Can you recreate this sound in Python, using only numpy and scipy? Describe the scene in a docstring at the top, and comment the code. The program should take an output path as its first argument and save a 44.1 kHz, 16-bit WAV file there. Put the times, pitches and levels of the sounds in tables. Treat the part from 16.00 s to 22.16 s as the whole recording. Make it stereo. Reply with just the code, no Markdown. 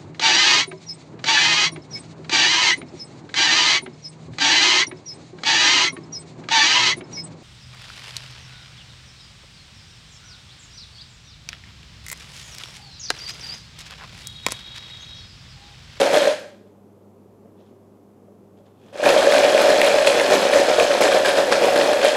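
"""Metal bullets swirled in a small plastic bucket, close in front of the microphone in a quiet room.
They clack against each other and the wall and drum on the plastic bottom, surging as each turn of the
hand throws the heap and lets it fall back. The swirl stops, the gloved hand shifts its grip, and a
longer bout begins. The bucket sits narrow in the centre; a short room tail, soft ventilation and a
faint mains hum lie behind it."""
import sys
import numpy as np
from scipy import signal
from scipy.fft import rfft, irfft
from scipy.io import wavfile
from scipy.ndimage import uniform_filter1d

SR = 44100
rng = np.random.default_rng(int(sys.argv[2]) if len(sys.argv) > 2 else 0)


def wrap_up_sound(samples):
    """Save the sound to the file named by the first command line argument, as 16-bit audio."""
    columns = np.atleast_2d(samples).T
    # keep every value between -1 and 1, then stretch to whole-number steps
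    tamed = np.clip(columns, -1, 1)
    steps = np.round(tamed * 32767).astype(np.int16)
    wavfile.write(sys.argv[1], SR, steps)


N = 271656
TAPS = 16384
HZ = np.fft.rfftfreq(TAPS, 1 / SR)

# Levels in the tables are relative: each source adds its own gain.
# single clacks that stand out: start_s, level_db, pitch_hz
HARD_CLACKS = [(0.273, -7.5, 1580), (2.6645, -51, 3460), (2.8847, -42, 3220), (2.927, -39, 1600),
               (2.9746, -26, 1640), (3.038, -7.5, 1610), (3.0578, -4.5, 2360), (3.0904, -3, 2380),
               (3.1804, -9, 2520), (3.3223, -4, 2080), (3.4346, -7.5, 2440), (3.5783, -4.5, 2350),
               (3.7032, -6, 1700), (3.8158, 2.5, 2200), (3.9856, -8.5, 1760), (4.0718, 0.5, 2360),
               (4.1974, -4, 2350), (4.3036, -8.5, 1460), (4.5361, -3.5, 1770), (4.7989, -1, 2420),
               (5.078, -3.5, 1770), (5.1184, -4.5, 1620), (5.249, -7, 1590), (5.3843, -11, 1590),
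               (5.7614, -6.5, 1690), (5.9331, -7.5, 1570), (6.0156, -6, 2400), (6.029, -5.5, 1470)]
# tone of a bullet's contact: frequency_hz, level_db
CLACK_SPECTRUM = [(30, -6.5), (100, -30.5), (300, -12.5), (800, 5), (1300, 0), (2000, -1.5), (3300, -2.5),
                  (4500, -4.5), (6000, -14), (8000, -19.5), (11000, -30), (16000, -54.5)]
# tone of the fine clicks: frequency_hz, level_db
CLICK_SPECTRUM = [(1500, -38.5), (4000, 4.5), (6000, 9), (8300, 6.5), (10400, 4), (12000, -7.5),
                  (14000, -30), (16000, -29.5)]
# resonances of the bucket wall: pitch_hz, width_hz, boost_db
WALL_MODES = [(1460, 35, 3.5), (1600, 130, 4.5), (1795, 290, 5), (2450, 250, 5), (3330, 570, 2.5),
              (4160, 320, 2), (5130, 250, 5.5)]
# knocks on the bottom, from light bumps to heavy falls: start_s, level_db
BOTTOM_THUMPS = [(0.017, 0.5), (0.169, -4.5), (0.273, -2.5), (2.283, -40), (2.598, -41), (2.928, -29.5),
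                 (2.956, -22), (2.997, -12), (3.028, -6), (3.067, -9), (3.162, -2.5), (3.271, -2),
                 (3.447, -0.5), (3.547, 1), (3.649, -5), (3.802, -3), (3.942, -4), (3.984, -6), (4.07, -4),
                 (4.556, -4), (4.615, -4.5), (4.683, -2.5), (4.785, -1.5), (5.005, -3), (5.087, -4.5),
                 (5.124, -14), (5.171, -2.5), (5.636, -14), (5.821, -6), (6.046, -3)]
# modes of the loaded bottom and the air above it: pitch_hz, width_hz, level_db
BOTTOM_MODES = [(210, 9.3, -21), (284, 25, -16), (350, 54, -16), (425, 76, -15), (485.5, 23, -6),
                (559.6, 23, 2), (549, 16, -15), (608, 15, 0), (693, 16, -15.5), (693, 40, -15.5),
                (735, 42, -10), (873, 34, -18)]
# the heap rolling between surges, one list a bout: time_s, clatter_db, drum_db
ROLLING_BOUTS = [
    [(0.0, -27.5, -14.5), (0.27, -27.5, -19.5), (0.34, -32.5, -25)],
    [(2.93, -48, -41.5), (3.06, -22.5, -13.5), (3.7, -23, -13.5), (4.25, -24, -16), (4.95, -25.5, -19),
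     (5.47, -29, -17), (5.85, -25, -13), (6.16, -32.5, -21.5)],
]
# turns of the hand, about four a second, each a throw at the wall and a fall back:
# start_s, throw_length_s, clatter_db, click_db, drum_db, fall_delay_s, fall_db
HAND_TURNS = [(0.0, 0.014, -21, -33, -17, 0.033, -6.5), (0.135, 0.041, -21, -33.5, -12.5, 0.089, -3.5),
              (3.05, 0.048, -26, -38, -14, 0.11, -6), (3.327, 0.054, -22, -34.5, -14, 0.1, -6),
              (3.601, 0.038, -23, -37, -16.5, 0.077, -1), (3.84, 0.039, -22, -35, -15, 0.095, -10),
              (4.069, 0.018, -22, -29, -12.5, 0.11, -1.5), (4.31, 0.032, -21, -31, -10, 0.12, -1.5),
              (4.534, 0.057, -24.5, -32, -12.5, 0.16, -1), (4.787, 0.055, -29, -34.5, -12, .12, -1),
              (5.013, 0.037, -19, -29.5, -11, 0.12, 2.5), (5.258, 0.032, -19, -32, -17, .11, 1.5),
              (5.52, 0.0073, -16, -30.5, -15, 0.11, 1), (5.761, 0.064, -24.5, -38.5, -18, 0.15, -7),
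              (6.034, 0.051, -20, -31.5, -15, 0.091, -5.5)]
# the brightest ticks of metal edges: start_s, level_db
EDGE_TICKS = [(0.134, -23), (0.3985, -42), (3.092, -20), (3.6187, -15.5), (3.8137, -17), (3.864, -20),
              (4.0715, -19), (4.3043, -29), (4.361, -25), (5.0115, -22), (5.257, -18), (6.0482, -24)]
# tone of those ticks: frequency_hz, level_db
TICK_SPECTRUM = [(3000, -50.5), (7000, -9), (10500, 1), (13500, -9), (16000, 2)]
# the fingers shifting their hold: peak_s, rise_s, rub_db, flex_db
GRIP_SHIFTS = [(0.68, .03, -69.5, -63), (1.465, 0.019, -83, -47), (1.612, 0.033, -63, -52),
               (1.668, .01, -65, -60), (1.72, 0.02, -76, -53), (2.58, .01, -65, -59),
               (2.664, .01, -62, -50), (2.9, .1, -57, -52)]
# tone of the glove's rubbing: frequency_hz, level_db
RUB_SPECTRUM = [(300, 0), (700, 8.5), (1500, -1), (2400, -3), (3500, -6), (4300, -7), (8000, -13),
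                (15000, -20)]
# stereo width of the close bucket: frequency_hz, side_gain_db
BUCKET_WIDTH = [(40, -21.5), (130, -26.5), (380, -41.5), (600, -26.5), (1000, -14.5), (2500, -12),
                (6000, -18), (10500, -19.5), (12500, -8.5), (15000, -1)]
# decay of the room: frequency_hz, t60_s
ROOM_DECAY = [(150, .55), (500, 0.56), (2000, 0.51), (8000, 0.52), (15000, 0.33)]
# stereo width of the room's tail: frequency_hz, side_gain_db
TAIL_WIDTH = [(100, -26), (380, -30), (600, -19), (1000, -8.5), (2000, -10.5), (5000, -9.5), (10000, -11),
              (14000, -6)]
# tone of the ventilation: frequency_hz, level_db
VENT_SPECTRUM = [(15, -37.5), (25, -29.5), (66, -23.5), (85, -24), (125, -12), (165, -12), (205, -4),
                 (260, -10), (420, -8), (720, -18.5), (1150, -26), (1600, -36.5), (4000, -45), (15500, -45)]
# stereo width of the ventilation: frequency_hz, side_gain_db
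VENT_WIDTH = [(40, -2), (100, -27.5), (200, -30.5), (400, -24.5), (700, -11), (1000, -3), (1500, 3.5),
              (3500, 5.5), (8000, 0.5), (15000, -3.5)]
# partials of the mains hum: pitch_hz, level_db
MAINS_HUM = [(100, -60), (199.5, -61.5), (398.5, -63)]
# dips in the microphone's response: centre_hz, width_hz, gain_db
MIC_DIPS = [(3910, 46, -4), (4590, 76, -3), (5560, 80, -2.5), (9140, 410, -10.5), (15800, 2500, -11.5)]


def bullets(clattering, clicking, clatter_db=-2, clack_db=-3, snap_db=-15):
    """Bullets knock on each other and on the wall: dense clatter, fine clicks, single hard clacks."""
    dull = causal(curve(CLACK_SPECTRUM) + bells_db(WALL_MODES))
    sharp = causal(curve(CLICK_SPECTRUM))
    clatter = rattle(per_s=2000, spread_db=3.5, t60=0.014, scatter=1.46, span_hz=(920, 10000))
    clicks = rattle(per_s=1400, spread_db=3.5, t60=0.015, scatter=1.9, span_hz=(4000, 12100))
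    out = amp(clatter_db) * steadied(through(clatter, dull), seconds=0.041) * clattering
    out += steadied(through(clicks, sharp), seconds=0.05) * clicking
    for start_s, level_db, pitch_hz in HARD_CLACKS:
        knock = through(contact(t60=0.026, scatter=1.54, hz=pitch_hz, q=3.4, clink=2.6), dull)
        snap = through(contact(t60=0.0059, scatter=0.52, hz=8060, clink=0.2), sharp)
        clack = unit_rms(knock) + amp(snap_db) * unit_rms(snap)
        add(out, start_s, amp(level_db + clack_db) * clack / abs(clack[0]).max())
    return out


def contact(t60, scatter, hz, q=4, clink=3.37):
    """Metal meets metal, in mid and side: a snap, milliseconds of scatter and a brief pitched clink."""
    t = np.arange(1024) / SR
    burst = rng.standard_normal((2, len(t))) * amp(-60 * t / t60)
    burst *= scatter / np.linalg.norm(burst, axis=1, keepdims=True)
    burst[:, 0] += [1, rng.choice([-1, 1])]  # the snap lands left or right
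    return burst + clink * signal.lfilter(*signal.iirpeak(hz, q, fs=SR), burst)


def collisions(per_s, spread_db):
    """Impacts at random moments: many small, a few large."""
    strength = amp(spread_db * np.minimum(rng.exponential(1, N), 4)) * rng.choice([-1, 1], N)
    return strength * (rng.random(N) < per_s / SR)


def rattle(per_s, spread_db, t60, scatter, span_hz, places=256):
    """Collisions fall among places in the heap, each clinking at its own pitch."""
    hits = collisions(per_s, spread_db)
    place = rng.integers(0, places, N)
    clinks = [contact(t60, scatter, hz) for hz in np.geomspace(*span_hz, places)]
    out = np.zeros((2, N))
    for at in np.flatnonzero(hits):
        add(out, at / SR, hits[at] * clinks[place[at]])
    return out


def bucket_bottom(drumming, gain_db=-3, give_hz=570, dead_share=0.2, load_s=0.0021):
    """The heap drums on the plastic bottom; a heavy fall presses on it and deadens its ring."""
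    modes = sum(amp(db) ** 2 * bell(hz, width) for hz, width, db in BOTTOM_MODES)
    ring = causal(10 * np.log10(modes + 1e-12))
    hits = np.array([collisions(per_s=900, spread_db=2.5) for _ in range(2)])
    out = steadied(through(hits, ring), seconds=0.03) * drumming
    pressed = modes * bell(give_hz, width_hz=520) + dead_share * bell(give_hz, width_hz=170) ** 2
    thump = causal(10 * np.log10(pressed + 1e-12))
    thump *= 1 - np.exp(-np.arange(len(thump)) / (load_s * SR))  # the load arrives gradually
    for start_s, level_db in BOTTOM_THUMPS:
        add(out[:1], start_s, amp(level_db) * thump / abs(thump).max())
    return amp(gain_db) * out


def swirling_hand(roll_click_db=-12.5, lull_db=-0.5, lull_lead_s=0.027):
    """Gains of clatter, clicks and drumming: the heap rolls, and each turn throws it and lets it fall."""
    t = np.arange(N) / SR
    power = np.zeros((3, N))
    for bout in ROLLING_BOUTS:
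        time_s, clatter_db, drum_db = np.transpose(bout)
        for layer, db in zip(power, (clatter_db, clatter_db + roll_click_db, drum_db)):
            layer += amp(np.interp(t, time_s, db, left=-np.inf, right=-np.inf)) ** 2
    # just before a throw the heap lifts and rolls more quietly
    lulls = sum(swell(turn[0] - lull_lead_s, rise_s=0.017, fade_s=0.017) for turn in HAND_TURNS)
    power *= amp(lull_db * lulls) ** 2
    landing = amp([-24.5, -38.5, -14.5])  # a fall lands mostly on the bottom
    for start_s, length_s, clatter_db, click_db, drum_db, delay_s, fall_db in HAND_TURNS:
        throw = swell(start_s, rise_s=0.006, hold_s=length_s, fade_s=0.027)
        fall = swell(start_s + delay_s, rise_s=0.012, hold_s=0.031, fade_s=0.03)
        power += np.outer(amp([clatter_db, click_db, drum_db]), throw) ** 2
        power += np.outer(landing * amp(fall_db), fall) ** 2
    return np.sqrt(power)


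def metal_edges(clicking, tick_db=4, glint_db=-53, usual_click_db=-34, steepness=1.2):
    """Metal edges meet with thin bright ticks, mostly when the heap is thrown hard."""
    colour = causal(curve(TICK_SPECTRUM))
    glints = rattle(per_s=110, spread_db=8, t60=0.016, scatter=3, span_hz=(10000, 14500), places=96)
    force = (clicking / amp(usual_click_db)) ** steepness
    out = amp(glint_db) * unit_rms(through(glints, colour)) * force
    for start_s, level_db in EDGE_TICKS:
        tick = through(contact(t60=0.014, scatter=3, hz=rng.uniform(9750, 13000), clink=0.8), colour)
        add(out, start_s, amp(level_db + tick_db) * tick / abs(tick[0]).max())
    return out


def gloved_grip(rub_gain_db=-1, scrape_hz=3400, scrape_db=7):
    """The grip shifts: glove and settling bullets rub faintly, and the plastic flexes low."""
    colour = causal(curve(RUB_SPECTRUM) + scrape_db * bell(scrape_hz, width_hz=800))
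    grains = rattle(per_s=1200, spread_db=2, t60=0.019, scatter=1.5, span_hz=(700, 8970), places=96)
    rub = amp(rub_gain_db) * unit_rms(through(grains, colour))
    plastic = causal(20 * np.log10(bell(210, width_hz=66) + 0.47 * bell(480, width_hz=270) + 1e-6))
    flex = unit_rms(through(collisions(per_s=1400, spread_db=4), plastic))
    return sum(swell(peak_s, rise_s, fade_s=0.026) * (amp(rub_db) * rub + amp(flex_db) * flex)
               for peak_s, rise_s, rub_db, flex_db in GRIP_SHIFTS)


def room_tail(bucket, bass_db=-10, treble_db=-4, onset_s=0.009, turns_per_s=4.1, count=3):
    """The small room's diffuse tail, stronger in the treble; its echoes shift as the bucket circles."""
    hz, t, noise = signal.stft(rng.standard_normal((count, 2, SR)), SR, nperseg=256)
    decay_rate = np.log(1000) / curve(ROOM_DECAY, hz)[:, None]
    decay = np.exp(-decay_rate * t) * np.sqrt(2 * decay_rate / SR)  # equal energy in every band
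    wet = amp(curve([(600, bass_db), (1400, treble_db)], hz))[:, None]
    tails = signal.istft(noise * wet * decay, SR, nperseg=256)[1]
    tails *= np.clip(np.arange(tails.shape[-1]) / (onset_s * SR) - 0.5, 0, 1)  # after the direct sound
    turn = turns_per_s * np.arange(N) / SR
    echoes = sum(through(bucket * np.cos(np.pi * (turn + k / count)), tail)
                 for k, tail in enumerate(tails))
    return np.sqrt(2 / count) * echoes


def room_tone(vent_db=-51.5, waver_rad=0.27, swing_db=1.5):
    """Soft ventilation noise all around, and a slightly wavering mains hum in the centre."""
    noise = through(rng.standard_normal((2, N)), causal(curve(VENT_SPECTRUM)))
    air = amp(vent_db) * unit_rms(noise)
    t = np.arange(N) / SR
    knots = np.linspace(0, N / SR, 24)
    for pitch_hz, level_db in MAINS_HUM:
        drift = waver_rad * np.interp(t, knots, rng.standard_normal(len(knots)))
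        sag_db = swing_db * np.interp(t, knots, rng.standard_normal(len(knots)))
        air[0] += np.sqrt(2) * amp(level_db - sag_db) * np.sin(2 * np.pi * pitch_hz * t + drift)
    return air


def amp(db):
    """Decibels to gain."""
    return 10 ** (np.asarray(db) / 20)


def unit_rms(x):
    """Scales to an rms of one."""
    return x / np.sqrt(np.mean(x ** 2) + 1e-20)


def curve(points, hz=HZ):
    """Joins (frequency_hz, value) points on a log-frequency axis."""
    frequency_hz, value = np.transpose(points)
    return np.interp(np.log(hz + 1), np.log(frequency_hz + 1), value)


def bell(hz, width_hz):
    """Power response of one resonance."""
    return 1 / (1 + ((HZ ** 2 - hz ** 2) / (width_hz * (HZ + 1))) ** 2)


def bells_db(rows):
    """Response in decibels of a set of peaks or dips."""
    return sum(db * bell(hz, width_hz) for hz, width_hz, db in rows)


def causal(db):
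    """The minimum-phase impulse response with this spectrum."""
    cepstrum = irfft(np.log(amp(np.maximum(db, db.max() - 100))))
    cepstrum[1:TAPS // 2] *= 2
    cepstrum[TAPS // 2 + 1:] = 0
    return irfft(np.exp(rfft(cepstrum)))[:TAPS // 2]


def through(x, response):
    """Convolves each channel and keeps the length."""
    return signal.oaconvolve(np.atleast_2d(x), np.atleast_2d(response), axes=1)[:, :x.shape[-1]]


def add(mix, start_s, sound):
    """Mixes a sound in at a time."""
    part = mix[:, round(start_s * SR):][:, :sound.shape[-1]]
    part += sound[..., :part.shape[-1]]


def steadied(x, seconds):
    """Evens out the slow level and leaves the single hits standing."""
    size = int(seconds * SR)
    power = uniform_filter1d(uniform_filter1d(x[0] ** 2, size), size)
    return x / np.sqrt(abs(power) + 1e-4 * power.mean())


def swell(peak_s, rise_s, fade_s, hold_s=0):
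    """A gain that builds up to its peak, holds, then dies away."""
    t = np.arange(N) / SR - peak_s
    rising = (np.minimum(t, 0) / rise_s) ** 2
    fading = np.maximum(t - hold_s, 0) / fade_s
    return np.exp(-np.minimum(rising + fading, 30))


def stereo(mid_side, width):
    """Turns mid and side into left and right, as wide as the table says."""
    mid = mid_side[0]
    side = through(mid_side[1], causal(curve(width)))[0]
    return np.array([mid + side, mid - side])


def scene():
    """The bucket close, straight ahead and narrow; the room and its air wider around it."""
    clattering, clicking, drumming = swirling_hand()
    bucket = bucket_bottom(drumming) + bullets(clattering, clicking)
    bucket += metal_edges(clicking) + gloved_grip()
    tail = stereo(room_tail(bucket[0]), TAIL_WIDTH)
    return stereo(bucket, BUCKET_WIDTH) + tail + stereo(room_tone(), VENT_WIDTH)


def record(dry):
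    """The microphone: dips in its treble, clipping at full scale, then the band limit."""
    coloured = through(dry, causal(bells_db(MIC_DIPS)))
    low_pass = signal.firwin(511, cutoff=15750, window=("kaiser", 9), fs=SR)
    return signal.oaconvolve(np.clip(coloured, -1, 1), low_pass[None], "same")


dry = scene()
out = record(dry)
wrap_up_sound(out)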